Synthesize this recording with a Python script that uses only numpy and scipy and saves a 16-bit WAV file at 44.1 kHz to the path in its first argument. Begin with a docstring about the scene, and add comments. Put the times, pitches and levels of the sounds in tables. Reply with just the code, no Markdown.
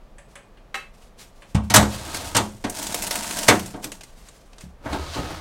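"""A refrigerator in a small kitchen, heard across the room over low rumble and a faint whine.
The door swings: bottles clink in its rack, sleeves brush, and the rack clacks as the door stops.
Plastic containers knock on the shelves and set them ringing; soft bumps thump the cabinet walls.
A drawer sticks and slips out on its runners, a bag buckles and crinkles, a container is dragged.
Last, the drawer is pushed back with a few more knocks."""
import sys
import numpy as np
from scipy import signal
from scipy.fft import rfft, irfft, next_fast_len
from scipy.io import wavfile

SR = 44100
rng = np.random.default_rng(int(sys.argv[2]) if len(sys.argv) > 2 else 0)


def wav_record(signal):
    """Record a signal, one row per channel, as 16-bit PCM in the file named by sys.argv[1]."""
    frames = np.transpose(np.atleast_2d(signal))
    bounded = np.clip(frames, -1, 1)
    # unit amplitude maps onto the largest positive 16-bit level
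    quanta = np.round(bounded * 32767).astype(np.int16)
    wavfile.write(sys.argv[1], SR, quanta)


N = 238253
TIME_S = np.arange(N) / SR
BAND_EDGES_HZ = np.geomspace(18, 18000, 21)

# room noise (frequency [Hz], density [dB])
AIR_SPECTRUM = [(12, -27), (20, 6), (40, -1.5), (91, -18.5), (120, -14), (216, -15.5), (255, -19),
                (293, -22), (527, -18.5), (976, -25.5), (2200, -35), (2460, -35.5), (16000, -54.5)]
# appliance whine (frequency [Hz], level [dB])
WHINE_TONES = [(673, -70), (1168, -71.5)]

# bottle contacts (time [s], clink [dB], treble [dB])
CLINKS = [(0.183, -46.5, -51), (0.355, -43, -47), (0.572, -54.5, -75), (1.421, -46.5, -57.5)]
# bottle resonances (frequency [Hz], gain [dB], T60 [s])
BOTTLE_MODES = [(560, -2, 0.23), (756, -9.5, 0.32), (1190, -22, 0.16), (1600, -3.5, .1), (1690, -12, 0.16),
                (2460, -11.5, 0.24), (2460, -15.5, 0.39), (2830, -27, 0.11), (3480, -13, 0.13),
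                (7440, -12, 0.18), (7800, -1.5, .15), (8080, -13, .12), (8040, -2, .15), (8740, -12, .08),
                (9530, 3.5, .06), (10460, -2.5, 0.067)]
# glass chatter between the modes (frequency [Hz], gain [dB])
GLASS_SPECTRUM = [(60, -40), (400, -17), (900, -12.5), (2000, -4), (3500, -8), (5200, -23.5), (8000, 3),
                  (10000, -18), (13000, -30)]

# sleeve brushes (time [s], hold [s], level [dB])
BRUSHES = [(.29, 0.022, -61.5), (.94, 0.133, -62), (1.195, 0.012, -43.5), (1.36, 0.17, -61.5),
           (1.64, 0.0052, -51), (4.02, 0.34, -58), (4.18, 0.024, -62), (4.36, 0.27, -64.5),
           (4.61, 0.018, -53.5)]
# cloth hiss (frequency [Hz], density [dB])
SLEEVE_SPECTRUM = [(100, -8), (700, -6.5), (2000, -3), (6000, -3.5), (9000, -6), (15000, -17)]

# door stop and rebound (time [s], clack [dB], treble [dB])
DOOR_STOPS = [(.7428, -20, -34.5), (.753, -24, -34)]
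# rack resonances (frequency [Hz], gain [dB], T60 [s])
RACK_MODES = [(790, -13, 0.19), (1106, -10, 0.11), (1285, -5.5, 0.058), (1596, -17, 0.16),
              (1820, -13, 0.18), (2127, -4.5, 0.073), (2630, -10.5, 0.12), (2865, -9, 0.057),
              (3950, -12.5, 0.091)]
# rack rattle between the modes (frequency [Hz], gain [dB])
RACK_SPECTRUM = [(60, -54), (450, -20), (900, -27), (2000, -7), (5000, -16.5), (8500, 1), (14000, -21)]

# single creases snapping (time [s], strength [dB], sharpness [dB])
CREASES = [(1.0201, -44.5, 1), (2.145, -18, -3), (2.697, -23, 12), (2.826, -22, 12), (2.867, -19, 5),
           (2.9436, -10.5, -5.5), (3.022, -18, 8), (3.0684, -24.5, 15), (3.1089, -11.5, -8),
           (3.1543, -14.5, 2.5), (3.1875, -22.5, 2), (3.2293, -22, -0.5), (3.242, -17, -8),
           (3.309, -16.5, -5), (3.4307, -17.5, 5), (3.594, -21, 0), (3.66, -29, 17), (3.8419, -16, -0.5),
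           (3.918, -20, -1), (4.0084, -27, 2), (4.034, -28.5, 8), (4.2853, -33, -0.5), (4.5313, -34.5, -14),
           (4.582, -31, -16), (4.6076, -30, -16)]
# crease snap (frequency [Hz], gain [dB])
CREASE_SPECTRUM = [(100, -34.5), (400, -12.5), (1000, -12), (2200, -8.5), (4000, -16), (8000, -9),
                   (11000, -16), (15000, -22.5)]
# bag dragged out, then lifted free; a list per move (time [s], level [dB])
BAG_MOVES = [
    [(1.92, -43), (2.284, -44), (2.442, -48), (2.57, -54.5)],
    [(2.76, -35.5), (2.832, -35), (2.99, -35), (3.328, -32), (3.442, -35), (3.5, -30), (3.64, -42)],
]
# bag squeezes (time [s], hold [s], level [dB])
SQUEEZES = [(1.89, 0.066, -46), (2.08, 0.012, -39), (2.15, 0.013, -32.5), (2.245, 0.0091, -37),
            (2.79, .02, -36.5), (3.29, 0.011, -36), (3.37, 0.032, -29), (3.829, 0.006, -40),
            (3.935, .008, -47)]
# bag crinkle (frequency [Hz], density [dB])
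BAG_SPECTRUM = [(71, -33), (120, -17.5), (204, 0.5), (321, -4), (378, -19), (684, 4.5), (839, -7.5),
                (911, 3.5), (1210, -13), (1320, -5.5), (2430, -8), (8480, -5.5), (16000, -20.5)]

# container knocks (time [s], strength [dB], contact [ms], cabinet thud [dB], hollow drawer [dB])
KNOCKS = [(1.547, -25.5, 0.33, -17, -34), (1.7, -23.5, 0.083, -24, -31.5), (1.7391, -11, 0.042, -18, -15),
          (1.7584, -9.5, 0.091, -14.5, -14), (1.8255, -26, 0.28, -35, -18),
          (2.3482, -16.5, 0.22, -24, -19.5), (2.3652, -19, 0.078, -31, -25.5),
          (2.3948, -26.5, 2.8, -27, -27), (2.6405, -26, 0.26, -33, -19.5), (3.482, -9, 0.1, -18, -11.5),
          (3.7387, -34, 0.72, -40.5, -28), (3.845, -39.5, 0.77, -41.5, -31.5),
          (4.8571, -27.5, 0.73, -41, -27.5), (4.9257, -24, 0.53, -33, -21), (5.1594, -32, 0.38, -42, -23),
          (5.1855, -49, .9, -38, -30)]
# cabinet, drawer and shelf resonances (frequency [Hz], gain [dB], T60 [s])
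SHELF_MODES = [(82.9, -2.5, 0.32), (105.6, 7.5, 0.098), (117, -2, 0.3), (181.3, -15.5, 0.65),
               (210.2, -3, 0.33), (287.4, 0.5, 0.085), (340.6, -13.5, 0.16), (396, -20, 0.11),
               (424.2, -11, 0.21), (496.3, -12.5, 0.13), (536, -17.5, 0.67), (638, -11, 0.21),
               (676.5, -13.5, 0.15), (804, -12.5, 0.12), (900, -9, 0.15), (1085, -17.5, 0.29),
               (1303, -15, 0.16), (1554, -18, 0.064), (1891, -12.5, 0.1), (2320, -18.5, 0.058),
               (2696, -20, 0.096), (3530, -16, 0.15), (3840, -19.5, 0.17), (4520, -31, 0.05),
               (6160, -9.5, 0.088), (9300, -24.5, 0.057)]
# their dense finer modes (frequency [Hz], gain [dB])
PLASTIC_SPECTRUM = [(40, -27.5), (80, -28.5), (160, -28), (250, -4.5), (420, -14.5), (800, -4.5),
                    (2000, -10.5), (5000, -4), (8000, 2), (11000, -6), (15000, -8.5)]
# decay of the finer modes (frequency [Hz], T60 [s])
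PLASTIC_T60 = [(80, 0.17), (400, 0.27), (1500, 0.15), (5000, 0.068), (14000, 0.041)]

# soft bumps on the cabinet wall (time [s], level [dB])
BUMPS = [(1.55, -11.5), (1.787, -14), (1.829, -21.5), (4.637, -34), (4.665, -38), (4.934, -28.5),
         (5.191, -29.5)]
# insulated wall resonances (frequency [Hz], gain [dB], T60 [s])
WALL_MODES = [(72, -6, 0.26), (129, -1.5, .11), (165, -1.5, .1)]

# drawer pulled out (time [s], rumble [dB], hiss [dB])
DRAWER_PULL = [(1.92, -46, -37), (2.032, -36, -43), (2.17, -35.5, -36), (2.33, -38, -49)]
# drawer pushed back (time [s], rumble [dB], hiss [dB])
DRAWER_PUSH = [(4.855, -34, -66), (4.937, -28, -52.5), (5.115, -41, -45), (5.149, -37, -38.5),
               (5.187, -27, -45.5), (5.219, -30.5, -47.5), (5.38, -33.5, -48)]
# runner resonances (frequency [Hz], width [Hz], gain [dB])
RUNNER_MODES = [(79.6, 14, 3), (134, 18, -6), (286, 90, -10), (506, 140, -16), (745, 130, -15.5),
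                (1250, 22, -13.5)]
# runner hiss (frequency [Hz], density [dB])
RUNNER_SPECTRUM = [(290, -39), (500, -5), (698, 3), (761, -13.5), (1080, -1.5), (1930, -8.5), (4150, -4.5),
                   (9220, -17), (16000, -33)]

# container dragged over the drawer floor (time [s], level [dB])
DRAG = [(2.78, -33), (3.436, -35), (3.66, -43.5), (4.02, -51)]
# its resonances (frequency [Hz], width [Hz], gain [dB])
DRAG_MODES = [(100, 58, 1), (198, 38, 3), (283, 83, -2), (615, 65, -11.5), (880, 77, -5)]

# room decay (frequency [Hz], T60 [s])
KITCHEN_T60 = [(80, 0.7), (500, 0.28), (2500, 0.29), (8000, 0.29), (15000, 0.26)]

SLIDE_RISE_S, SLIDE_FALL_S = 0.044, 0.091   # per 20 dB


def from_db(db):
    """Decibels to gain."""
    return 10 ** (np.asarray(db) / 20)


def unit_rms(x):
    """Scale to unit rms."""
    return x / np.sqrt(np.mean(x ** 2) + 1e-20)


def at_hz(points, hz):
    """Interpolate (frequency [Hz], value) points over log frequency."""
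    freqs_hz, values = np.transpose(points)
    return np.interp(np.log(hz), np.log(freqs_hz), values)


def butter(x, edges_hz, kind):
    """Butterworth filter, 12 dB per octave."""
    return signal.sosfilt(signal.butter(2, edges_hz, kind, fs=SR, output="sos"), x)


def drift(rate_hz):
    """Random wander through unit-variance knots."""
    knots = rng.standard_normal(4000)
    return np.interp(TIME_S * rate_hz, np.arange(len(knots)), knots)


def noise_bands(size):
    """Unit-rms half-octave noise bands: (centre [Hz], samples)."""
    white = rng.standard_normal((2, size + SR // 4))
    for k, (low_hz, high_hz) in enumerate(zip(BAND_EDGES_HZ, BAND_EDGES_HZ[1:])):
        band = butter(white[k % 2], [low_hz, high_hz], "band")
        yield np.sqrt(low_hz * high_hz), unit_rms(band[-size:])


def coloured(x, spectrum):
    """Apply a spectrum; unit rms."""
    size = next_fast_len(N)
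    hz = np.maximum(np.fft.rfftfreq(size, 1 / SR), 1)
    shaped = rfft(x, size) * from_db(at_hz(spectrum, hz))
    return unit_rms(irfft(shaped, size)[:N])


def blows(times_s, levels_db):
    """One click per contact."""
    clicks = np.zeros(N)
    clicks[np.round(np.asarray(times_s) * SR).astype(int)] = from_db(levels_db)
    return clicks


def force_db(force, hz):
    """Each blow's level at one frequency; force is (frequency [Hz], level per blow [dB])."""
    anchors_hz, levels_db = zip(*force)
    return np.array([np.interp(np.log(hz), np.log(anchors_hz), row) for row in np.transpose(levels_db)])


def ring(clicks, hz, t60_s):
    """One damped mode: a unit click starts a unit sine, no DC."""
    radius, angle = from_db(-60 / (t60_s * SR)), 2 * np.pi * hz / SR
    return signal.lfilter([.5, 0, -.5], [1, -2 * radius * np.cos(angle), radius ** 2], clicks + 1e-18)


def modal(times_s, force, modes, scatter_db):
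    """Clear modes swell over about a cycle; scatter mimics a varying strike point."""
    scatter = rng.standard_normal((len(times_s), len(modes)))
    out = 0
    for k, (hz, db, t60_s) in enumerate(modes):
        clicks = blows(times_s, force_db(force, hz) + db + scatter_db * scatter[:, k])
        swell = signal.iirpeak(hz, Q=3.6, fs=SR)
        out = out - signal.lfilter(*swell, ring(clicks, hz, t60_s))
    return out


def clatter(times_s, force, spectrum, t60s, rise_s, scatter_db=2.87):
    """Dense modes as noise bands, charged unevenly by each blow; t60s is (frequency [Hz], T60 [s])."""
    scatter = rng.standard_normal((len(times_s), len(BAND_EDGES_HZ)))
    rise_pole = np.exp(-1 / (rise_s * SR))
    out = 0
    for k, (hz, band) in enumerate(noise_bands(N)):
        levels_db = force_db(force, hz) + at_hz(spectrum, hz) + scatter_db * scatter[:, k]
        energy_pole = from_db(-120 / (at_hz(t60s, hz) * SR))
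        energy = signal.lfilter([1], [1, -energy_pole], blows(times_s, levels_db) ** 2 + 1e-18)
        out = out + band * signal.lfilter([1 - rise_pole], [1, -rise_pole], np.sqrt(energy))
    return out


def tick(times_s, levels_db, band_hz):
    """Sharp onset of each contact."""
    return butter(blows(times_s, levels_db), band_hz, "band")


def grains(per_s, spread_db):
    """Random tiny slips: most weak, a few strong."""
    sizes = from_db(spread_db * np.minimum(rng.exponential(1, N), 4))
    signs = rng.choice([-1, 1], N)
    return sizes * signs * (rng.random(N) < per_s / SR)


def stroke(times_s, levels_db, rise_s, fall_s):
    """Gain of one movement; rise and fall times are per 20 dB."""
    before = np.maximum(times_s[0] - TIME_S, 0) / rise_s
    after = np.maximum(TIME_S - times_s[-1], 0) / fall_s
    return from_db(np.interp(TIME_S, times_s, levels_db) - 20 * np.minimum(before + after, 10))


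def rubs(rows):
    """Gain of brief rubs that swell and fade alike."""
    return sum(stroke([start_s, start_s + hold_s], [db, db], rise_s=0.015, fall_s=0.088)
               for start_s, hold_s, db in rows)


def stick_slip(modes, slips_per_s, spread_db, catch_db):
    """Friction catches and lets go, shaking a body's resonances; unit rms."""
    slips = grains(slips_per_s, spread_db)
    body = sum(from_db(db) * signal.lfilter(*signal.iirpeak(hz, hz / width_hz, fs=SR), slips)
               for hz, width_hz, db in modes)
    catching = from_db(catch_db * drift(rate_hz=35))
    return unit_rms(butter(body * catching, edges_hz=29, kind="high"))


def room_tone():
    """Low rumble, faint hiss and a wavering appliance whine."""
    whine = sum(from_db(db) * np.sqrt(2) * np.sin(2 * np.pi * hz * TIME_S) for hz, db in WHINE_TONES)
    waver = from_db(2.5 * drift(rate_hz=5))
    return from_db(-47.5) * coloured(rng.standard_normal(N), AIR_SPECTRUM) + whine * waver


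def bottles():
    """Glass strikes glass as the door swings."""
    times_s, clink_db, treble_db = np.transpose(CLINKS)
    force = [(4500, clink_db), (7500, treble_db)]
    chatter = clatter(times_s, force, GLASS_SPECTRUM, [(1000, 0.17), (9000, 0.041)], rise_s=0.00028)
    ringing = modal(times_s, force, BOTTLE_MODES, scatter_db=1.5)
    contact = tick(times_s, clink_db, band_hz=(1183, 8050))
    return from_db(-4.5) * ringing + from_db(1.5) * chatter + contact


def sleeves():
    """Cloth rubs on door and body: a soft, fine-grained hiss."""
    slips = grains(per_s=15000, spread_db=2.5) * from_db(2.6 * drift(rate_hz=60))
    return rubs(BRUSHES) * coloured(slips, SLEEVE_SPECTRUM)


def door():
    """The loaded plastic rack clacks as the door stops; its bottles jostle on."""
    times_s, clack_db, treble_db = np.transpose(DOOR_STOPS)
    force = [(4500, clack_db), (7500, treble_db)]
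    clack = clatter(times_s, force, RACK_SPECTRUM, [(1000, 0.076), (9000, 0.067)], rise_s=0.0009)
    jostle_t60s = [(1000, 0.2), (2500, 0.18), (9000, 0.079)]
    jostle = clatter(times_s, force, RACK_SPECTRUM, jostle_t60s, rise_s=0.016)
    jostle *= from_db(1.9 * drift(rate_hz=140))
    ringing = modal(times_s, force, RACK_MODES, scatter_db=0)
    return from_db(-3) * (ringing + clack) + from_db(-18) * jostle


def bag_creases():
    """Single creases snap: strong ones sharp, weak ones papery."""
    times_s, snap_db, sharp_db = np.transpose(CREASES)
    bright_db = 3.9 + 1.244 * snap_db + 0.35 * sharp_db
    top_db = 20 + 2.08 * snap_db + sharp_db
    force = [(1800, snap_db - 9.5), (3500, snap_db), (8000, bright_db), (12500, top_db)]
    snaps = clatter(times_s, force, CREASE_SPECTRUM, [(500, 0.046), (9000, 0.053)], rise_s=0.00056)
    return from_db(-1) * snaps + tick(times_s, top_db - 14, band_hz=(2500, 14000))


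def knock_forces():
    """Each knock and its softer rebound; longer contact drives less treble."""
    rebound_offset = [0.029, -6, 0.82, -12, -6]   # columns as in KNOCKS
    first = np.array(KNOCKS)
    times_s, strength_db, contact_ms, thud_db, hollow_db = np.vstack([first, first + rebound_offset]).T
    body = [(215, thud_db), (275, hollow_db), (380, hollow_db), (560, strength_db), (1100, strength_db)]
    hard_db = strength_db + 6.5   # treble of a perfectly hard contact
    treble = [(hz, hard_db - 20 * np.log10(1 + (hz * contact_ms / 1000) ** 2))
              for hz in (2600, 8000, 14000)]
    return times_s, body + treble


def containers():
    """Hard plastic strikes the shelves: bright crack over the hollow cabinet."""
    times_s, force = knock_forces()
    fine_modes = clatter(times_s, force, PLASTIC_SPECTRUM, PLASTIC_T60, rise_s=0.0037)
    contact = tick(times_s, force_db(force, hz=2610) + 7.5, band_hz=(600, 8900))
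    buzz = from_db(0.77 * drift(rate_hz=330))   # loose walls chatter
    ringing = modal(times_s, force, SHELF_MODES, scatter_db=2)
    body = from_db(-1) * ringing + from_db(-0.5) * fine_modes * buzz
    return butter(body, edges_hz=25, kind="high") + contact


def cabinet():
    """Soft bumps drive only the walls' lowest, well-damped modes."""
    pushes = blows(*np.transpose(BUMPS))
    thump = sum(from_db(db) * ring(pushes, hz, t60_s) for hz, db, t60_s in WALL_MODES)
    return butter(thump, edges_hz=235, kind="low")


def bag_crinkle():
    """Thin plastic, moved and squeezed, buckles in clumps of tiny snaps."""
    moves = sum(stroke(*np.transpose(move), rise_s=0.093, fall_s=0.19) for move in BAG_MOVES)
    handling = np.hypot(from_db(1) * moves, rubs(SQUEEZES))
    clumps = grains(per_s=5200, spread_db=3.5) * from_db(3.3 * drift(rate_hz=110))
    pops = grains(per_s=160, spread_db=2.5)
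    return handling * (coloured(clumps, BAG_SPECTRUM) + from_db(-10) * coloured(pops, BAG_SPECTRUM))


def drawer():
    """The drawer rumbles and hisses on its runners, out and back."""
    rumble_gain = hiss_gain = 0
    for slide, hiss_trim_db in ((DRAWER_PULL, -0.8), (DRAWER_PUSH, 6)):
        times_s, rumble_db, hiss_db = np.transpose(slide)
        rumble_gain += stroke(times_s, rumble_db - 1.5, SLIDE_RISE_S, SLIDE_FALL_S)
        hiss_gain += stroke(times_s, hiss_db + hiss_trim_db, SLIDE_RISE_S, SLIDE_FALL_S)
    hiss = coloured(grains(per_s=13000, spread_db=3), RUNNER_SPECTRUM)
    rumble = stick_slip(RUNNER_MODES, slips_per_s=1500, spread_db=2, catch_db=2)
    return rumble_gain * rumble + hiss_gain * hiss


def dragged_container():
    """A container judders across the drawer floor."""
    pull = from_db(-7) * stroke(*np.transpose(DRAG), SLIDE_RISE_S, SLIDE_FALL_S)
    return pull * stick_slip(DRAG_MODES, slips_per_s=900, spread_db=3, catch_db=1.5)


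def kitchen(x, wet_db, first_wall_s):
    """Tile and cupboards add a dense tail after the first reflection; bass lasts longest."""
    age_s = TIME_S[:SR * 3 // 4]
    tail = sum(np.sqrt(hz) * band * from_db(-60 * age_s / at_hz(KITCHEN_T60, hz))
               for hz, band in noise_bands(len(age_s)))
    tail *= np.clip(age_s / first_wall_s - 1, 0, 1)
    return x + from_db(wet_db) * signal.fftconvolve(x, tail / np.linalg.norm(tail))[:N]


def scene():
    """Mono mix: the door rack out in the room, the drier handling from the cabinet's mouth."""
    rack = kitchen(bottles() + door(), wet_db=-6, first_wall_s=0.0052)
    handling = containers() + cabinet() + bag_crinkle() + bag_creases()
    handling += sleeves() + drawer() + dragged_container()
    inside = kitchen(handling, wet_db=-11.5, first_wall_s=0.0012)
    return (rack + inside + room_tone())[None]


def record(dry):
    """Clip at full scale, then low-pass steeply."""
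    cutoff_hz = 15900
    top_cut = signal.ellip(10, .1, 80, cutoff_hz, fs=SR, output="sos")
    return signal.sosfilt(top_cut, np.clip(dry, -1, 1))


dry = scene()
out = record(dry)
wav_record(out)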